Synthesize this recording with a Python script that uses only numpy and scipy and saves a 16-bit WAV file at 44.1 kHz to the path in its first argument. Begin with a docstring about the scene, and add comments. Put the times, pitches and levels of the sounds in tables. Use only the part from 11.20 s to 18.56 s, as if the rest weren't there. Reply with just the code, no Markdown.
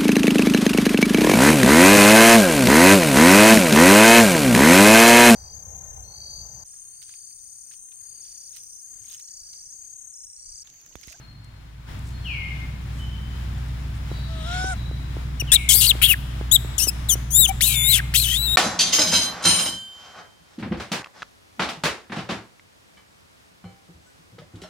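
"""Baby monkey calling in a wood

A baby monkey on a wall coos once, then squeals in quick bursts close to the left microphone, with one hollow hoot.
Its voice is built from harmonics that flip between clean whistle and harsh rasp, and it overloads the recorder.
Behind it an engine hums in firing orders, and far birds whistle gliding notes into the echo of the trees.
Soft damped knocks come from the right; grainy brushes and an early jump in level colour the rumble and hiss."""
import sys
import numpy as np
from scipy import signal
from scipy.fft import rfft, irfft, next_fast_len
from scipy.io import wavfile

SR = 44100
rng = np.random.default_rng(int(sys.argv[2]) if len(sys.argv) > 2 else 0)


def waveform_to_disk(signal):
    """Save audio, clipped to [-1, 1], as 16-bit WAV at the path in sys.argv[1]."""
    frames = np.transpose(np.atleast_2d(signal))
    scaled = np.clip(frames, -1, 1) * 32767
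    samples = np.round(scaled).astype(np.int16)
    wavfile.write(sys.argv[1], SR, samples)


N = 324576
TIME = np.arange(N) / SR

# the coo as a gesture of the voice: time_s, pitch_hz, effort_db
COO = [(3.075, 660, -44), (3.241, 634, -40), (3.281, 693, -36), (3.359, 731, -31), (3.501, 759, -29),
       (3.533, 707, -31), (3.555, 606, -50)]
# a brief hollow hoot: start_s, length_s, pitch_hz, level_db, third_harmonic_db
HOOT = (6.284, .039, 772, -20, -11)
# far bird notes, each: length_s, start_hz, end_hz, fade_db, burr (share of the pitch)
FALLING_NOTE = (.3, 3400, 2110, -16, .02)
RISING_NOTE = (.2, 2950, 3090, -22, .02)
THIN_NOTE = (.2, 4290, 4260, -10, .008)
STEADY_NOTE = (.2, 3920, 3930, -6, .025)
HIGH_NOTE = (.16, 4540, 4510, -9, .025)
LOW_NOTE = (.17, 2680, 2740, -11, .02)


def amp(db):
    """Decibels to gain."""
    return 10 ** (np.asarray(db) / 20)


def unit(x):
    """Scales to rms 1."""
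    return x / np.sqrt(np.mean(abs(x) ** 2) + 1e-20)


def read(points, hz):
    """Reads a spectrum table on a log-frequency axis."""
    f, value = np.transpose(points)
    return np.interp(np.log(hz + 1), np.log(f + 1), value)


def curves(rows, t=None):
    """The columns of a table at each sample, over its own span unless times are given."""
    s, *columns = np.transpose(rows)
    t = np.arange(s[0], s[-1], 1 / SR) if t is None else t
    return [np.interp(t, s, column) for column in columns]


def add(mix, s, sound):
    """Mixes a sound in at a time in seconds."""
    part = mix[max(round(s * SR), 0):][:len(sound)]
    part += sound[:len(part)]


def colour(x, points):
    """Filters by a spectrum table."""
    size = min(N, next_fast_len(2 * x.shape[-1]))
    gain = amp(read(points, np.fft.rfftfreq(size, 1 / SR)))
    return irfft(rfft(x, size) * gain, size)


def wander(size, width_hz):
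    """Complex noise of rms 1 that changes at about the given rate."""
    hz = np.fft.fftfreq(next_fast_len(size + 8192), 1 / SR)
    z = rng.standard_normal((len(hz), 2)) @ [1, 1j]
    return unit(np.fft.ifft(z / (1 + (hz / width_hz) ** 4)))[:size]


def phase_of(hz):
    """Running phase of a pitch curve."""
    return 2 * np.pi * np.cumsum(hz) / SR


def faded(x, edge_s=0.00089):
    """Softens both ends."""
    return x * signal.windows.tukey(len(x), min(2 * edge_s * SR / len(x), 1))


def outdoors(rumble_db=-1, rumble_side_db=-16, hiss_db=6, swell_db=2.0, right_treble_db=-4, one_sided=0.67):
    """Low rumble, nearly alike in both ears, under a wide hiss of air and leaves, part of it from the left."""
    # course of the background before the overall trims: time_s, rumble_db, hiss_db
    background_levels = [(0.0, -46.5, -59), (0.665, -45.5, -58), (0.69, -36.5, -50.5), (3.6, -33.5, -49),
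                         (7.36, -35, -47.5)]
    # relative spectrum of the rumble: frequency_hz, density_db
    rumble_spectrum = [(10, -42), (22, -6), (36, -7.5), (50, -13.5), (75, -5.5), (100, 2), (135, -1),
                       (165, -7), (205, -15), (290, -17.5), (410, -32), (650, -64), (1200, -100)]
    # relative spectrum of air and leaves: frequency_hz, density_db
    hiss_spectrum = [(200, 3.5), (450, -5), (900, 0.5), (2200, -2.5), (3500, -6), (5000, -11),
                     (9000, -18.5), (15000, -21.5)]
    low_db, air_db = curves(background_levels, TIME)
    middle, side, shared, left, right = rng.standard_normal((5, N))
    side = colour(side, [(60, -6), (150, 0), (300, 12)])  # shorter waves differ more between the ears
    side_rumble = amp(rumble_side_db) * unit(colour(side, rumble_spectrum))
    rumble = unit(colour(middle, rumble_spectrum)) + np.array([[1], [-1]]) * side_rumble
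    late = np.roll(shared, 25)  # samples; the shared part reaches the right ear later
    left = left + one_sided * shared
    right_colour = [(500, 1), (2000, -5), (5000, right_treble_db), (15000, -3.5)]
    right = colour(right + one_sided * late, right_colour)
    hiss = unit(colour(np.array([left, right]), hiss_spectrum))
    swell = swell_db * wander(N, 3.4).real
    return amp(low_db + rumble_db) * rumble + amp(air_db + hiss_db + swell) * hiss


def engine(throb=.11, unsteady=0.4):
    """An idling engine: a slightly throbbing tone at the firing rate and weaker, wavering orders."""
    # course of the idle: time_s, firing_rate_hz, level_db
    idle = [(0.0, 54.3, -51), (0.57, 55.8, -43.5), (0.86, 61.2, -35), (2.09, 61.1, -30.5), (3.3, 61.3, -31),
            (5.18, 59.7, -29), (5.58, 60.0, -32), (6.07, 59.9, -28.5), (7.36, 59.9, -29.5)]
    # partials of the hum: multiple_of_firing_rate, order_level_db
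    orders = [(2 / 3, -19), (1, 0), (4 / 3, -23), (2, -10), (7 / 3, -13.5), (10 / 3, -23)]
    firing_hz, level_db = curves(idle, TIME)
    phase = phase_of(firing_hz)
    hum = np.zeros(N)
    for k, order_db in orders:
        depth = throb if k == 1 else unsteady
        wavering = 1 + depth * wander(N, 3.6)
        hum += amp(order_db) * (wavering * np.exp(1j * k * phase)).real
    return np.sqrt(2) * amp(level_db) * hum


def trees(x):
    """Scatter from trunks and leaves: sparse taps, unrelated per ear, each band dying at its own speed."""
    # decay of the echo in the wood: frequency_hz, t60_s
    wood_decay = [(300, 0.2), (2000, 0.84), (3500, 1.35), (8000, 1.1), (15000, 0.55)]
    taps = rng.standard_normal((2, SR)) * (rng.random((2, SR)) < .06)
    hz, t, z = signal.stft(taps, SR, nperseg=256)
    decay = amp(-60 * t / read(wood_decay, hz)[:, None])
    z = z * decay * np.minimum(t / 0.005, 1)
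    tail = signal.istft(z, SR, nperseg=256)[1]
    return signal.fftconvolve(x[None], tail / np.linalg.norm(tail[0]), axes=1)[:, :N]


def birds(direct_db=-5, right_db=-5, octave_db=-30):
    """Far whistled notes that glide to a pitch with a fast burr and fade, half lost in their own echo."""
    # calls, levels before the path gains: start_s, level_db, note
    bird_calls = [(0, -53, THIN_NOTE), (0.92, -52, THIN_NOTE), (1.04, -29, FALLING_NOTE),
                  (1.781, -40.5, RISING_NOTE), (2.889, -47.5, STEADY_NOTE), (2.918, -49.5, HIGH_NOTE),
                  (3.55, -48, STEADY_NOTE), (4.265, -31, FALLING_NOTE), (4.97, -51, RISING_NOTE),
                  (6.43, -27.5, FALLING_NOTE), (7.17, -45, LOW_NOTE)]
    rise_s, glide_s = .02, .05
    song = np.zeros(N)
    for s, level_db, (length_s, start_hz, end_hz, fade_db, burr) in bird_calls:
        t = np.arange(0, length_s, 1 / SR)
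        hz = end_hz + (start_hz - end_hz) * np.exp(-t / glide_s)
        envelope = np.minimum(t / rise_s, 1) * amp(level_db + fade_db * (t / length_s) ** 2)
        phase = phase_of(hz * (1 + burr * wander(len(hz), 142).real))
        whistle = np.sin(phase) + amp(octave_db) * np.sin(2 * phase)
        add(song, s, faded(envelope * whistle, 0.0027))
    return np.sqrt(2) * amp([[0], [right_db]]) * (amp(direct_db) * song + trees(song))


def knocks(level_db=7, ring_hz=330, decay_s=0.0016, rise_s=0.0003, left_db=-7, delay_s=0.0017):
    """Dull taps near the right microphone: a single heavily damped swing each."""
    # soft knocks, before the delay and overall level: start_s, peak_db
    knock_times = [(2.914, -28), (2.987, -43), (3.442, -27), (3.711, -32.5), (3.966, -29), (4.221, -31),
                   (4.551, -30.5), (4.751, -30.5), (5.21, -27), (5.446, -32), (5.67, -27.5), (5.953, -30),
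                   (6.199, -32)]
    t, taps = np.arange(900) / SR, np.zeros(N)
    tap = np.cos(2 * np.pi * ring_hz * t) * np.exp(-t / decay_s) * (1 - np.exp(-(t / rise_s) ** 2))
    for s, peak_db in knock_times:
        add(taps, s + delay_s, amp(peak_db + level_db) * tap / tap.max())
    return amp([[left_db], [0]]) * taps


def rustles(grain_db=3):
    """Short grainy noise brushes, stronger on the left, as the monkey shifts its grip."""
    # brushes of fur and twig, levels before colouring: start_s, length_s, level_db
    brushes = [(.24, 0.011, -55), (0.788, 0.0091, -50), (.8, 0.17, -54.5), (1.7, 0.18, -57),
               (2.375, 0.0147, -54), (2.48, 0.016, -56), (2.727, .08, -57)]
    out = np.zeros(N)
    for s, length_s, level_db in brushes:
        size = int(length_s * SR)
        grain = amp(level_db + grain_db * wander(size, 200).real)
        add(out, s, grain * np.hanning(size) * rng.standard_normal(size))
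    return amp([[3], [-3]]) * colour(out, [(500, -6), (2500, -5), (8000, 6), (15000, -11)])


def coo(jitter=.01, breath=.7, second_db=-3, upper_db=-4.5, hoarse_db=-32, patchy_db=5):
    """A soft low call: two strong harmonics and a faint stack shaped by the throat, hoarse as it lifts."""
    # throat resonances over the upper stack: frequency_hz, gain_db
    coo_throat = [(1900, 13), (2300, 2), (3000, -19), (4500, -3), (5200, 7.5), (6200, 2), (7300, 5.5),
                  (8000, -2), (9600, 0), (11000, -20)]
    # relative spectrum of air through the throat: frequency_hz, density_db
    hoarse_spectrum = [(1000, -11), (2400, -9), (3300, 0.5), (3900, 4), (4500, -18), (7000, -20),
                       (12000, -31)]
    loud_db, bloom = -30, .45  # overtones gain this many extra dB for each dB of effort
    hoarse_at_s, hoarse_fade_db_per_s = 3.34, 70  # the air is loudest as the pitch lifts
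    hz, effort_db = curves(COO)
    size = len(hz)
    overtones_db = effort_db + bloom * (effort_db - loud_db)
    air_db = hoarse_db - hoarse_fade_db_per_s * abs(COO[0][0] + TIME[:size] - hoarse_at_s)
    phase = phase_of(hz * (1 + jitter * wander(size, 146).real))
    stack = np.zeros(size)
    for k in range(3, 16):
        breathy = 1 + breath * wander(size, 110)
        patchy = amp(patchy_db * wander(size, 8.4).real)
        stack += amp(read(coo_throat, k * hz)) * (breathy * patchy * np.exp(1j * k * phase)).real
    low = amp(effort_db) * np.cos(phase) + amp(overtones_db + second_db) * np.cos(2 * phase)
    air = amp(air_db) * unit(colour(rng.standard_normal(N), hoarse_spectrum)[:size])
    return faded(np.sqrt(2) * low + amp(overtones_db + upper_db) * unit(stack) + air, 0.013)


def hoot(jitter=.012, edge_s=.012):
    """A short steady note through rounded lips: fundamental and third harmonic only."""
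    _, length_s, hz, level_db, third_db = HOOT
    phase = phase_of(hz * (1 + jitter * wander(int(length_s * SR), 150).real))
    tone = np.cos(phase) + amp(third_db) * np.cos(3 * phase)
    return faded(np.sqrt(2) * amp(level_db) * tone, edge_s)


def throat(hz, effort_db, mouth):
    """Levels of fundamental, second harmonic and the rest: all follow effort, shaped by throat and mouth."""
    # resonances that the two lowest harmonics sweep through: frequency_hz, gain_db
    resonances = [(1500, 5), (2400, 1.5), (2950, 2.5), (3400, 6.5), (3800, 2.5), (4300, 1), (5000, -1.5),
                  (5600, -5), (6200, 0), (7400, 1), (9500, -1)]
    closed_db = -24  # overtones once the mouth has closed
    gape_start_db, gape_end_db, second_db, _, closing_s = mouth
    left_s = np.arange(len(hz))[::-1] / SR
    overtones_db = effort_db + closed_db * np.clip(1 - left_s / max(closing_s, 1 / SR), 0, 1)
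    gape_db = np.linspace(gape_start_db, gape_end_db, len(hz))  # a wide gape weakens the fundamental
    first_db = effort_db + read(resonances, hz) - gape_db
    return first_db, overtones_db + read(resonances, 2 * hz) + second_db, overtones_db


def squeak(length_s, effort_db, rough, attack_s, arch):
    """Pitch, effort and roughness of a squeak: one arch of pitch under an attack, a hold and a release."""
    kick_s, release_s, rise_power, fall_power = .005, .008, 2.05, 2.7
    start_hz, turn_hz, end_hz, turn, kick_hz = arch
    t = np.arange(0, length_s, 1 / SR)
    before = np.interp(t / length_s, [0, turn], [1, 0])
    after = np.interp(t / length_s, [turn, 1], [0, 1])
    hz = turn_hz + (start_hz - turn_hz) * before ** rise_power + (end_hz - turn_hz) * after ** fall_power
    envelope = np.clip(t / attack_s, 1e-3, 1) * np.clip((length_s - t) / release_s, 1e-3, 1)
    return hz + kick_hz * np.exp(-t / kick_s), effort_db + 20 * np.log10(envelope), rough


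def squeal(hz, effort_db, rough, mouth, jitter=.05, tremor=.006, flutter_db=1.5,
           rasp_share=0.97, breath=0.001, attack_s=0.00079):
    """Tight vocal folds whistle; in chaos, pitch and level flutter and harmonics give way to a broad rasp."""
    # shape of the upper harmonics: frequency_hz, gain_db
    wide_mouth = [(2200, 18), (4500, 1), (7000, -12), (9500, 1.5), (12500, 1), (15000, -1.5), (17000, -11),
                  (20000, -37)]
    # colour of the rasp: frequency_hz, gain_db
    rasp_colour = [(900, -17.5), (2000, -10.5), (3000, 0), (4200, -4.5), (5200, -3.5), (8000, -0.5),
                   (15000, -3.5), (19000, -18)]
    first_db, second_db, upper_db = throat(hz, effort_db, mouth)
    bright_db = mouth[3]
    size, rough = len(hz), np.clip(rough, 0, 1)
    t = np.arange(size) / SR
    shake = tremor * wander(size, 350).real + jitter * rough * wander(size, 110).real
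    phase = phase_of(hz * (1 + shake))
    upper = amp([read(wide_mouth, k * hz) + bright_db * min(k, 6) for k in range(3, 11)])
    upper = amp(upper_db) * upper / np.linalg.norm(upper, axis=0)
    whistle, rasp = np.zeros((2, size))
    for k, height in enumerate([amp(first_db), amp(second_db), *upper], 1):
        flutter = amp(flutter_db * (.5 + .7 * rough) * wander(size, 105).real)
        below_top = np.clip((SR / 2.2 - k * hz) / 1500, 0, 1)  # avoids aliasing
        onset = 1 - np.exp(-t / (attack_s * k))  # high harmonics start last
        turn = height * flutter * below_top * onset * np.exp(1j * k * phase)
        order = .85 if k == 1 else 2.6 * k  # high harmonics lose their order first
        clean = (1 - rasp_share * rough ** 1.3) ** order * (1 - breath)
        breaks = np.sqrt(1 - rough ** 2) + rough * wander(size, 127)  # the whistle catches and slips
        whistle += np.sqrt(clean) * (breaks * turn).real
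        # the rasp fills the gaps between harmonics; fleeting side tones come and go in it
        side_tones = sum(wander(size, 30) ** 2 * np.exp(1j * step * phase)
                         for step in rng.uniform(-.45, .45, 2))
        noise = wander(size, 1300 if k == 1 else 2000) + .33 * side_tones
        rasp += np.sqrt(1 - clean) * (unit(noise) * turn).real
    return faded(np.sqrt(2) * (whistle + colour(rasp, rasp_colour)[:size]), 0.0014)


def second_tone(main_hz, coupling=0.56, jitter=0.019, edge_s=.003):
    """A second oscillator in the larynx rides above the main one, which chops it into side tones."""
    # the higher tone: length_s, multiple_of_pitch, level_db
    higher_tone = (.034, 2.48, -6)
    length_s, ratio, level_db = higher_tone
    main_hz = main_hz[:int(length_s * SR)]
    tone = np.cos(phase_of(ratio * main_hz * (1 + jitter * wander(len(main_hz), 600).real)))
    chop = 1 + coupling * np.cos(phase_of(main_hz))
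    return faded(amp(level_db) * tone * chop, edge_s)


def monkey(wall_db=-20, wood_db=-29, right_wood_db=-5, sway_hz=9):
    """The voice reaches the left microphone directly, the right one shadowed and by way of wall and bodies."""
    # short squeaks, one pitch arch each: start_s, length_s, effort_db, roughness (0-1), attack_s, arch, mouth
    # arch: start_hz, turn_hz, end_hz, turn_place (0-1), onset_kick_hz (added on top)
    # mouth: gape_start_db, gape_end_db, second_harmonic_db, brightness_db (per harmonic number), closing_s
    squeaks = [ (4.197, .026, -27, .03, .002, (2970, 2950, 2150, .1, 0), (6, -7, 6, -2, .012)),
               (4.317, .053, -11.5, .13, .001, (2500, 3980, 3000, .6, 1200), (4, -3, -1, 0, .022)),
               (5.312, .058, -10, .02, .007, (3130, 3950, 3000, .52, 0), (9, -1, -.5, -1.5, .014)),
               (5.885, .068, -16, .04, .012, (3780, 2930, 2900, .97, 750), (3, 22, 1, -2, .014)),
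               (6.267, .039, -21, .1, .016, (3300, 3200, 2780, .1, 0), (13, 12, -3, -1, .01))]
    # longer squeals that waver between whistle and scream: mouth (as above), rows
    # each row: time_s, pitch_hz, effort_db, roughness (0-1)
    squeals = [ ((14, -3, -2, 0, .018), [(4.488, 3450, -8, .45), (4.522, 3050, -7.5, .65),
               (4.548, 4300, -9.5, .85), (4.598, 4950, -12, .55), (4.62, 3850, -10.5, 1),
               (4.664, 3950, -16, 1), (4.675, 4760, -17, .2), (4.708, 3600, -14, .1),
               (4.72, 2520, -17, .1)]), ((1, 6, -17, 3.5, .015), [(4.815, 1877, -14, 1),
               (4.83, 3050, -9, .8), (4.848, 3407, -9, .3), (4.875, 3065, -18.5, .77),
               (4.905, 2887, -8.5, .15), (4.93, 2440, -12.5, .44), (4.947, 1610, -20, .6)]),
               ((14, 16, 1, -3.5, .012), [(5.58, 3700, -15, .02), (5.589, 2936, -16, .15),
               (5.602, 2585, -16, .14), (5.64, 3050, -16, .18), (5.666, 2980, -31, .11),
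               (5.688, 2520, -14, .01), (5.708, 2720, -26, 0)]), ((28, -3, -1, -1, .008),
               [(6.103, 2940, -31, .07), (6.142, 3420, -19, .01), (6.159, 3620, -10, .01),
               (6.178, 3660, -12, 0), (6.2, 3950, -8.5, 0), (6.25, 3500, -17.5, .01),
               (6.267, 2700, -21, 0)]), ((10, 2, -5, -1, .02), [(6.407, 1600, -14, .2),
               (6.428, 3400, -12, .25), (6.47, 4125, -13, .45), (6.545, 3640, -21, .95),
               (6.562, 3573, -20, .01), (6.62, 3480, -21, 0), (6.67, 3670, -17, 0),
               (6.71, 4130, -12.5, .11), (6.758, 3150, -14, .65), (6.805, 1536, -22, .6)]),
               ((6, -8, -3.5, .5, .001), [(6.938, 1590, -18, 1), (6.955, 3070, -10, .5),
               (6.975, 4020, -13, .9), (7.015, 4300, -18, .42), (7.063, 2990, -21.5, .42),
               (7.14, 3200, -23, .5), (7.172, 3650, -23.5, .2), (7.19, 3900, -27, .03),
               (7.257, 4020, -26.5, .02), (7.283, 3680, -28, .01), (7.36, 3820, -27, .02)])]
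    # the right microphone lies in the shadow of the camera: frequency_hz, gain_against_left_db
    shadow = [(300, 8), (750, -30.5), (1400, 5), (2400, -12), (3600, -12.5), (6000, -15), (9000, -21),
              (15000, -24)]
    voice = np.zeros(N)
    for s, *shape, mouth in squeaks:
        add(voice, s, squeal(*squeak(*shape), mouth))
    for mouth, rows in squeals:
        add(voice, rows[0][0], squeal(*curves(rows), mouth))
    s, *shape, _ = squeaks[1]  # the roughest squeak
    add(voice, s, second_tone(squeak(*shape)[0]))
    add(voice, HOOT[0], hoot())
    add(voice, COO[0][0], coo())
    bent = signal.hilbert(colour(voice, shadow)).imag  # bending round the camera costs about a quarter cycle
    t = np.arange(2000) / SR
    bounces = rng.standard_normal(len(t)) * (rng.random(len(t)) < .1) * np.exp(-t / 0.009)
    echoes = signal.hilbert(signal.oaconvolve(voice, bounces / np.linalg.norm(bounces))[:N])
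    right = bent + amp(wall_db) * (echoes * wander(N, sway_hz)).real  # the paths shift as the head turns
    wood_gain = amp([[wood_db], [wood_db + right_wood_db]])
    return np.array([voice, right]) + wood_gain * trees(voice)


def scene():
    """All sources at the two microphones."""
    return outdoors() + engine() + birds() + knocks() + rustles() + monkey()


def record(dry, ceiling=0.94, edge_hz=15920):
    """Peaks bend smoothly into the ceiling of the microphone amplifier; then a low-pass limits the band."""
    fine = signal.resample_poly(dry, 2, 1, axis=1)  # oversampled to reduce aliasing
    bent = fine / (1 + (fine / ceiling) ** 8) ** (1 / 8)
    clipped = signal.resample_poly(bent, 1, 2, axis=1)
    low_pass = signal.firwin(511, edge_hz, window=("kaiser", 8), fs=SR)
    return signal.oaconvolve(clipped, low_pass[None], "same")


dry = scene()
out = record(dry)
waveform_to_disk(out)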